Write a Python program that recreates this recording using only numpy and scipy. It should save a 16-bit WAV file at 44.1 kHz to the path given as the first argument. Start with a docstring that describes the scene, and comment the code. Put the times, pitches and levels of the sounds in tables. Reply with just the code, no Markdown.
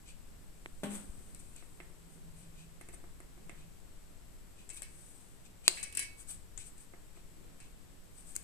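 """Zip-tie tails are trimmed from a bicycle fork in a tiled room: filtered clicks, noise bursts and modes.
A dull tap, then a soft knock rings the bicycle until a hand damps it; the microphone is nudged once.
Jaws tick and tap, a faint hum swells twice, one sharp snap, and the jaws spring open ringing.
More ticks and taps follow. Sliding noise near a two-port microphone recurs throughout,
over filtered-noise hiss, handling rumble and the hum."""
import sys
import numpy as np
from scipy import signal
from scipy.fft import rfft, irfft
from scipy.io import wavfile

SR = 44100
rng = np.random.default_rng(int(sys.argv[2]) if len(sys.argv) > 2 else 0)


def persist_wave(psi):
    """Save psi, clipped to +-1, as 16-bit WAV."""
    counts = np.round(np.clip(psi, -1, 1) * 32767).astype(np.int16)
    wavfile.write(sys.argv[1], SR, np.atleast_2d(counts).T)


N = 371939
TIME = np.arange(N) / SR


def from_db(db):
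    """Decibels to gain."""
    return 10 ** (np.asarray(db) / 20)


def rms_one(x):
    """Scale to rms 1."""
    return x / np.sqrt(np.mean(x ** 2) + 1e-20)


def at_hz(points, hz):
    """Interpolate a table on a log-frequency axis."""
    points = np.array(points)
    return np.interp(np.log(np.maximum(hz, 1)), np.log(points[:, 0]), points[:, 1])


def response(spectrum, size=8192):
    """Causal minimum-phase impulse response of a spectrum, by folding its cepstrum."""
    bin_hz = np.arange(size // 2 + 1) * SR / size
    cepstrum = irfft(np.log(from_db(at_hz(spectrum, bin_hz))))
    cepstrum[1:size // 2] *= 2
    cepstrum[size // 2 + 1:] = 0
    return irfft(np.exp(rfft(cepstrum)))


def colour(x, spectrum):
    """Filter by a spectrum; white noise keeps its power."""
    h = response(spectrum)
    unit_energy = h[None] / np.linalg.norm(h)
    return signal.oaconvolve(np.atleast_2d(x), unit_energy, axes=1)[:, :N]


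def soften(x, top_hz):
    """A softer contact carries less above top_hz: fourth-order lowpass."""
    lowpass = signal.butter(4, min(top_hz, .45 * SR), fs=SR, output="sos")
    return signal.sosfilt(lowpass, np.asarray(x) + 1e-18)


def clicks(rows):
    """One impulse for each row (time [s], level [dB])."""
    out = np.zeros(N)
    for s, db in rows:
        out[round(s * SR)] += from_db(db)
    return out


def burst(s, dying_s):
    """A contact: micro-slips of random sign start at once and decay by 1/e in dying_s."""
    out, age = np.zeros(N), TIME[:SR // 2]
    start = round(s * SR)
    fade = np.exp(-age / max(dying_s, 1e-4))
    slips = (rng.choice([-1, 1], len(age)) * fade)[:N - start]
    out[start:][:len(slips)] = slips
    return out


def ring(x, hz, t60):
    """Two-pole resonator: a unit click starts a decaying sine of height 1; t60 in seconds."""
    radius, angle = from_db(-60 / (t60 * SR)), 2 * np.pi * hz / SR
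    poles = [1, -2 * radius * np.cos(angle), radius * radius]
    return signal.lfilter([0, np.sin(angle)], poles, x + 1e-18)


def swells(rows):
    """Gain over time: a bell for each (time [s], level [dB], half length to 1/e power [s])."""
    power = 0
    for s, db, half_s in rows:
        power = power + from_db(db) ** 2 * np.exp(-np.minimum(((TIME - s) / half_s) ** 2, 50))
    return np.sqrt(power)


def friction(strokes, spectrum, grain_db):
    """Each stroke is a swell of tiny slips, uneven in size from one 32-sample grain to the next."""
    grains = np.repeat(rng.standard_normal(N // 32 + 1), 32)[:N]
    slips = rng.standard_normal(N) * from_db(grain_db * grains)
    return colour(rms_one(slips) * swells(strokes), spectrum)


def wander(per_s):
    """Slow chance of rms 1: random knots, per_s of them a second, joined by lines."""
    knots = rng.standard_normal(200)
    return rms_one(np.interp(TIME * per_s, np.arange(len(knots)), knots))


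def stereo_noise(alike):
    """White noise in two channels that share the power fraction alike."""
    shared, alike = rng.standard_normal(N), np.clip(alike, 0, 1)
    return np.sqrt(alike) * shared + np.sqrt(1 - alike) * rng.standard_normal((2, N))


def place(x, pan_db, lag_s):
    """Direct sound: louder on the left by pan_db, later on the right by lag_s."""
    right = np.roll(x[0], round(lag_s * SR))
    return np.array([x[0], right]) * from_db([[pan_db / 2], [-pan_db / 2]])


def snap():
    """The nylon gives way and the jaws slam shut with a very short ping; the jolt rings the fork."""
    # the tie parts in quick cracks: (time [s], level [dB])
    crack_rows = [(5.6796, -15.5), (5.6799, 6), (5.68035, 4.5), (5.6808, -4)]
    # colour of the snap: (frequency [Hz], relative level [dB])
    snap_colour = [(100, -36.5), (300, -15.5), (720, -1.5), (1050, 1), (1400, 2.5), (2100, -14.5),
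                   (2600, -3), (3200, -3), (3900, 5.5), (4500, -1), (5300, 1.5), (6500, 1.5), (8200, -1.5),
                   (10000, -1.5), (12500, -12.5), (14000, -1), (15500, -17)]
    cracks = clicks(crack_rows)
    ping = from_db(-17.0) * ring(clicks(crack_rows[1:2]), hz=8290, t60=0.0074)
    crack = colour(cracks, snap_colour) + ping
    jolt = from_db(-12) * fork(cracks)
    direct = place(crack, pan_db=-2, lag_s=0.0001)
    return direct + jolt + room(crack, near_db=-14, near_s=0.0051, far_db=-18)


def fork(blows):
    """The hand-damped fork rings briefly: a bank of decaying modes."""
    # (frequency [Hz], relative level [dB], t60 [s])
    fork_modes = [(334, -46.5, 0.13), (366, -38.5, 0.1), (696, -44, 0.11), (1260, -54, 0.043),
                  (2118, -42.5, 0.075), (2644, -42.5, 0.044)]
    return sum(from_db(db) * ring(blows, hz, t60) for hz, db, t60 in fork_modes)


def jaws():
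    """Jaws and tie ends touch each other and the spokes; each contact also rings the steel."""
    # contacts: (time [s], relative level [dB], 1/e decay [s], ringing re contact [dB],
    # left-right [dB], lowpass corner [Hz])
    contacts = [(0.905, -48, .004, -15, 4, 12000), (0.953, -39, 0.00099, -28, 9, 11000),
                (1.3475, -39.5, 0.0011, -18, 5, 18000), (1.5625, -43, 0.0023, -15, -1, 13000),
                (2.812, -46, 0.0022, -11, -8, 16000), (2.887, -48, 0.0024, -9, -8, 14000),
                (3.203, -46.5, 0.001, -18, -1, 14000), (3.495, -49.5, 0.0017, -9, 8, 10000),
                (4.691, -47, 0.007, -7, 13, 10400), (4.7, -45.5, 0.011, -1, 15.5, 9050),
                (4.8205, -34, 0.0012, -9, 7, 19000), (4.830, -46, 0.0028, -12, 14, 16000),
                (5.771, -55.5, .008, 20.5, 0, 4830), (5.829, -32.5, 0.0052, -3, 1, 10800),
                (5.837, -39, 0.0058, -9, 10, 12100), (5.9257, -39, 0.0014, -5.5, -12, 18000),
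                (5.950, -36.5, 0.005, -7, -1, 19000), (5.9719, -26, 0.0017, -7.5, 10, 14900),
                (5.9738, -28, 0.0029, -4.5, 7, 11100), (5.9926, -34.5, 0.008, 3, 5, 16000),
                (6.024, -39.5, 0.012, 0, -2, 11000), (6.576, -39, 0.004, -15.5, 17.5, 7450),
                (6.585, -50, 0.047, -13, 10, 8000), (6.78, -49.5, .003, -16, 1, 14100),
                (7.601, -53, 0.004, 2.5, 6, 9900), (8.3536, -40, .002, -27, 9, 14000),
                (8.359, -36.5, 0.0013, -18, -2, 14000), (8.3634, -21, 0.00066, -42, 8.5, 13500)]
    # colour of a contact: (frequency [Hz], relative level [dB])
    contact_colour = [(200, -8), (1000, -20), (2200, -9), (3500, -18), (5500, -12.5), (7200, 3.5),
                      (8200, 3), (9500, -2.5), (11000, 1.5), (12500, 1), (15000, -6)]
    # steel modes: (frequency [Hz], relative level [dB], t60 [s])
    steel_modes = [(1663, -22, .2), (1810, -19, .25), (2234, -15, .4), (2584, -14, .35), (2683, -14, .6),
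                   (3030, -20, .2), (4005, -21, .16), (4180, -25, .3), (4526, -20, .3), (4730, -22, .25),
                   (5706, -16, .15), (6659, -13, .13), (7190, -10, .13), (8110, -3, .06), (8300, -17, .15),
                   (9075, -11, .12), (9561, -7, .12)]
    # crowded short modes of spokes and cutters merged: (frequency [Hz], relative level [dB])
    shimmer_colour = [(400, -3), (1300, -30), (1750, 1.5), (2300, 4.5), (2700, -3), (3200, -8.5),
                      (4000, -10), (4700, 0), (6000, 4.5), (8000, -30), (10700, -34.5), (12500, -2)]
    contact, direct, shimmer, blows = 0, 0, 0, []
    for s, db, dying_s, ringing_db, pan_db, top_hz in contacts:
        slips = from_db(db) * soften(burst(s, dying_s), top_hz)
        contact = contact + slips
        direct = direct + place([slips], pan_db, lag_s=.00011)
        port_bursts = [burst(s, dying_s=0.043) for port in range(2)]
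        shimmer = shimmer + from_db(db + ringing_db) * soften(port_bursts, top_hz)
        blows.append((s, db + ringing_db, top_hz))
    when_s, strength_db, tops_hz = np.transpose(blows)
    steel = 0
    for hz, db, t60 in steel_modes:
        softness_db = 10 * np.log10(1 + (hz / tops_hz) ** 8)
        chance_db = 1.6 * rng.standard_normal(len(when_s))  # each mode's strength varies per contact
        mode_db = strength_db + db - softness_db + chance_db
        steel = steel + ring(clicks(zip(when_s, mode_db)), hz, t60)
    metal = from_db(-12) * place([steel], pan_db=-3.0, lag_s=0.00022)
    metal = metal + from_db(-12.0) * colour(shimmer, shimmer_colour)
    to_room = colour(contact, contact_colour) + from_db(-2) * steel
    reflected = room(to_room, near_db=-8, near_s=0.0038, far_db=-12.5)
    return colour(direct, contact_colour) + metal + reflected


def spring():
    """The cutters' return spring, jolted as the jaws fly open, pings high and briefly."""
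    # (time [s], level [dB])
    jolts = [(5.9715, -44), (5.9935, -33.5)]
    # (frequency [Hz], relative level [dB], t60 [s])
    spring_modes = [(10690, -1, 0.11), (10800, -3, .06), (10980, -3, .06)]
    ping = sum(from_db(db) * ring(clicks(jolts), hz, t60) for hz, db, t60 in spring_modes)
    direct = place([ping], pan_db=4, lag_s=.0001)
    return direct + room(ping, near_db=-10, near_s=.004, far_db=-9)


def taps():
    """Small nudges on the bicycle: short dull pulses, softer or harder, ring the fork to varying degrees."""
    # (time [s], relative level [dB], share reaching fork and room [dB], lowpass corner [Hz])
    nudges = [(0.6598, -30, -29, 12000), (1.625, -46, 0, 1900), (1.802, -38.5, 0, 6000),
              (2.811, -43.5, 3.5, 2200), (2.888, -43.5, 1.5, 2100), (2.937, -50.5, 8, 1900),
              (3.04, -44.5, 2.5, 1500), (3.203, -41, -1, 1700), (3.377, -50, 5, 1500),
              (3.495, -40.5, 3, 6000), (4.824, -53.5, 5, 6000), (6.937, -41.5, 1, 1800),
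              (7.172, -46, 1.5, 1500), (8.365, -48, -3, 6000)]
    # colour of a tap: (frequency [Hz], relative level [dB])
    tap_colour = [(120, -7), (350, 10.5), (500, 3), (690, -0.5), (950, -0.5), (1400, -2), (2200, 4.5),
                  (3000, -8.5), (5000, -20.5), (12000, -18)]
    direct, blows = 0, 0
    for s, db, share_db, top_hz in nudges:
        pulse = soften(clicks([(s, db)]), top_hz)
        direct = direct + pulse
        blows = blows + from_db(share_db) * pulse
    near = place(colour(direct, tap_colour), pan_db=-1.5, lag_s=0.00018)
    spread = room(colour(blows, tap_colour), near_db=-4.5, near_s=0.0061, far_db=-4.0)
    return from_db(10) * (near + spread + from_db(11.5) * fork(blows))


def knock():
    """A soft blow rings the bicycle until a hand damps it; the tyre scuffs as the bicycle shifts."""
    # (time [s], relative level [dB])
    blow_rows = [(0.8338, -38), (0.8358, -36)]
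    # colour of knock and scuff: (frequency [Hz], relative level [dB])
    knock_colour = [(80, -7), (200, 16), (400, 2.5), (620, -1.5), (950, -6.5), (1700, -9), (3100, -11.5),
                    (5000, -23), (8500, -11.5), (14000, -15.5)]
    # (frequency [Hz], relative level [dB], t60 [s])
    bicycle_modes = [(204.4, -8.5, 3.1), (282, -31, 0.26), (387, -22, 0.32), (410, -22, 0.87),
                     (581, -12, 0.18), (613, -17.5, 0.2), (795, -25, 0.62), (1570, -31, 0.22),
                     (1730, -30.5, 0.32)]
    # (time [s], relative level [dB], half length [s])
    scuff_rows = [(.865, -52, 0.018), (.94, -51.5, 0.037)]
    bursts = sum(from_db(db) * burst(s, dying_s=0.0089) for s, db in blow_rows)
    blow = colour(bursts, knock_colour)
    first_blow = clicks(blow_rows[:1])
    body = sum(from_db(db) * ring(first_blow, hz, t60) for hz, db, t60 in bicycle_modes)
    body = body * hand_damping()
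    scuff = friction(scuff_rows, knock_colour, grain_db=6.0)
    direct = place(blow + body + scuff, pan_db=4.0, lag_s=.0001)
    return direct + room(blow + scuff, near_db=-2.5, near_s=0.0049, far_db=-2.5)


def hand_damping():
    """Ring gain: steady until the hand lands, then an extra fall at a steady dB rate to a floor."""
    hand_s, free_ring_db = 0.938, 9.5
    damping_db_per_s, damping_depth_db = 170, 19.5
    loss_db = np.clip(damping_db_per_s * (TIME - hand_s), 0, damping_depth_db)
    return from_db(free_ring_db - loss_db)


def fingers():
    """Skin and nylon slide close to the left port; hands and sleeves shift with a muffled rustle."""
    # fingers and tie slide: (time [s], relative level [dB], half length [s])
    rub_rows = [(.944, -48, 0.029), (.99, -59, 0.06), (1.25, -65, 0.44), (1.40, -54.5, 0.0071),
                (2.13, -64.5, .03), (2.40, -62, 0.033), (2.94, -53, 0.01), (4.745, -52, 0.015),
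                (4.77, -48.5, 0.0074), (4.797, -58, 0.0084), (5.06, -61, 0.17), (5.78, -50, 0.027),
                (6.205, -52, 0.018), (6.303, -43.5, 0.016), (6.33, -54.5, 0.024), (6.61, -55, 0.013),
                (6.67, -54, 0.016), (6.81, -59.5, 0.026), (8.19, -58, 0.03), (8.30, -55, 0.03),
                (8.39, -58, 0.045)]
    # colour of sliding skin: (frequency [Hz], relative level [dB])
    rub_colour = [(200, -29), (1200, -10), (2500, -11), (4000, -12.5), (6500, 0), (8400, 4.5), (10000, 2),
                  (12000, 0), (15000, -1)]
    # ribbed tie rasps along a blade: (time [s], relative level [dB], half length [s])
    rasp_rows = [(.09, -57.5, 0.018), (1.59, -63, 0.02), (2.42, -70.5, 0.042), (2.60, -63.5, 0.029),
                 (3.60, -69, 0.034), (4.60, -65.5, 0.023), (4.78, -56, 0.0096), (5.46, -61.5, 0.008),
                 (5.660, -52, 0.012), (6.61, -58.5, 0.017), (7.17, -70, 0.023), (7.635, -67.5, 0.028)]
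    # colour of the rasp: (frequency [Hz], relative level [dB])
    rasp_colour = [(300, -30), (1500, -10), (2100, -9.5), (2600, 7.5), (3300, -4.5), (4200, -2), (5200, -3),
                   (6300, 2), (8000, 1), (10000, -7), (14000, -15)]
    # hands and sleeves against the bicycle: (time [s], relative level [dB], half length [s])
    shift_rows = [(1.09, -63, 0.027), (1.25, -66.5, 0.19), (2.2, -66.5, 0.12), (2.9, -66, 0.11),
                  (3.42, -65, 0.092), (7.45, -61.5, 0.089), (7.8, -72, 0.14)]
    # colour of the rustle: (frequency [Hz], relative level [dB])
    shift_colour = [(30, -4), (90, 1), (250, 0.5), (400, -9), (700, -21), (1500, -29), (4000, -37)]
    rub = friction(rub_rows, rub_colour, grain_db=1.5)
    rub = rub + friction(rasp_rows, rasp_colour, grain_db=2.5)
    shift = friction(shift_rows, shift_colour, grain_db=0)
    direct = place(rub, pan_db=5.5, lag_s=.0001)
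    sliding = from_db(-5.5) * (direct + room(rub, near_db=3, near_s=0.0029, far_db=-3.5))
    return sliding + room(shift, near_db=3, near_s=0.0043, far_db=-4)


def room(x, near_db, near_s, far_db):
    """Quick reflections from hands and frame, then the tiled room as noise dying band by band."""
    # (frequency [Hz], t60 [s])
    room_t60 = [(150, 0.63), (700, 0.7), (2500, 0.39), (4500, 0.43), (8000, 0.33), (14000, 0.31)]
    age, tail = TIME[:SR * 3 // 5], 0
    edges_hz = np.geomspace(90, 17000, 11)
    white = rng.standard_normal((2, 2, len(age)))
    for k, band in enumerate(zip(edges_hz, edges_hz[1:])):
        bandpass = signal.butter(2, band, "band", fs=SR, output="sos")
        noise = signal.sosfilt(bandpass, white[k % 2])  # neighbouring bands use different noise
        t60_s = at_hz(room_t60, np.sqrt(np.prod(band)))
        tail = tail + noise * from_db(-60 * age / t60_s)
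    near = rng.standard_normal((2, len(age))) * np.exp(-age / near_s) * (age > .001)
    echoes = from_db(near_db) * rms_one(near) + from_db(far_db) * rms_one(tail * (age > .006))
    return signal.oaconvolve(np.atleast_2d(x), echoes / np.sqrt(len(age)), axes=1)[:, :N]


def handling():
    """The hand-held microphone rumbles all the time; one nudge is a single slow push of air."""
    # colour of the rumble: (frequency [Hz], relative level [dB])
    rumble_colour = [(10, 4.5), (25, -0.5), (50, -6.5), (100, -14.5), (200, -26), (500, -55)]
    level_db = -54.5 + 1.5 * wander(per_s=3.05)  # ahead of the port gains
    rumble = from_db(level_db) * colour(stereo_noise(alike=0.23), rumble_colour)
    nudge = swells([(1.1, -38, 0.0033)])
    return (rumble + nudge) * from_db([[3.5], [.5]])  # left, right [dB]


def hiss():
    """Steady coloured noise, nearly independent in the two ports."""
    # (frequency [Hz], relative density [dB])
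    hiss_colour = [(59, -18), (100, 0.5), (134, -4.5), (165, -3), (227, -5), (359, -7.5), (582, -12.5),
                   (688, -13.5), (780, -15.5), (2090, -19.5), (5720, -25), (8000, -35.5), (9860, -24),
                   (13800, -24.5), (15000, -62)]
    noise = colour(stereo_noise(alike=0.083), hiss_colour)
    return from_db(-61) * noise * from_db([[.3], [-.7]])  # left, right [dB]


def port_hiss():
    """White noise through the left port's resonance, much fainter on the right."""
    resonance = rms_one(ring(rng.standard_normal(N), hz=7920, t60=0.0023))
    return from_db(-68) * resonance * from_db([[3], [-16]])  # left, right [dB]


def hum():
    """A faint hum, noise through two equal resonators, wavers in pitch and swells twice."""
    # (time [s], level [dB], half length [s])
    hum_swells = [(2.38, -59.5, 0.36), (3.58, -62, 0.15)]
    hum_hz, rest_db = 167.4, -72
    drone = ring(rng.standard_normal(N), hum_hz, t60=0.14)
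    drone = rms_one(ring(drone, hum_hz, t60=0.14))
    envelope = np.abs(signal.hilbert(drone))
    evened = rms_one(drone / (1.2 + envelope))  # pitch wanders, level varies less
    return np.hypot(from_db(rest_db), swells(hum_swells)) * evened


def background():
    """Hiss, the left port's resonance in it, handling rumble and hum."""
    return hiss() + port_hiss() + handling() + hum()


def scene():
    """All the work is heard through two ports that resonate differently; the background is added."""
    # (frequency [Hz], left [dB], right [dB])
    port_colours = np.array([(99, -5, -3.5), (710, 2.5, 1.5), (1400, 1, 5), (2770, 3, 6.5),
                             (3360, 7.5, 8.5), (4620, 2.5, 2), (5400, 2, -7), (7270, 1.5, -14.5),
                             (7950, 12.5, -8.5), (9020, 3.5, 5.5), (10150, -3, -0.5), (14100, -6.5, -12.5)])
    work = snap() + jaws() + spring() + taps() + knock() + fingers()
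    heard = []
    for c in range(2):
        port_response = response(port_colours[:, [0, c + 1]])
        heard.append(signal.oaconvolve(work[c], port_response)[:N])
    return np.array(heard) + background()


def record(dry):
    """The highest peaks are rounded by tanh; a steep lowpass cuts the top."""
    cutoff_hz = 14600
    lowpass = signal.ellip(10, .1, 80, cutoff_hz, fs=SR, output="sos")
    return signal.sosfilt(lowpass, np.tanh(dry))


dry = scene()
out = record(dry)
persist_wave(out)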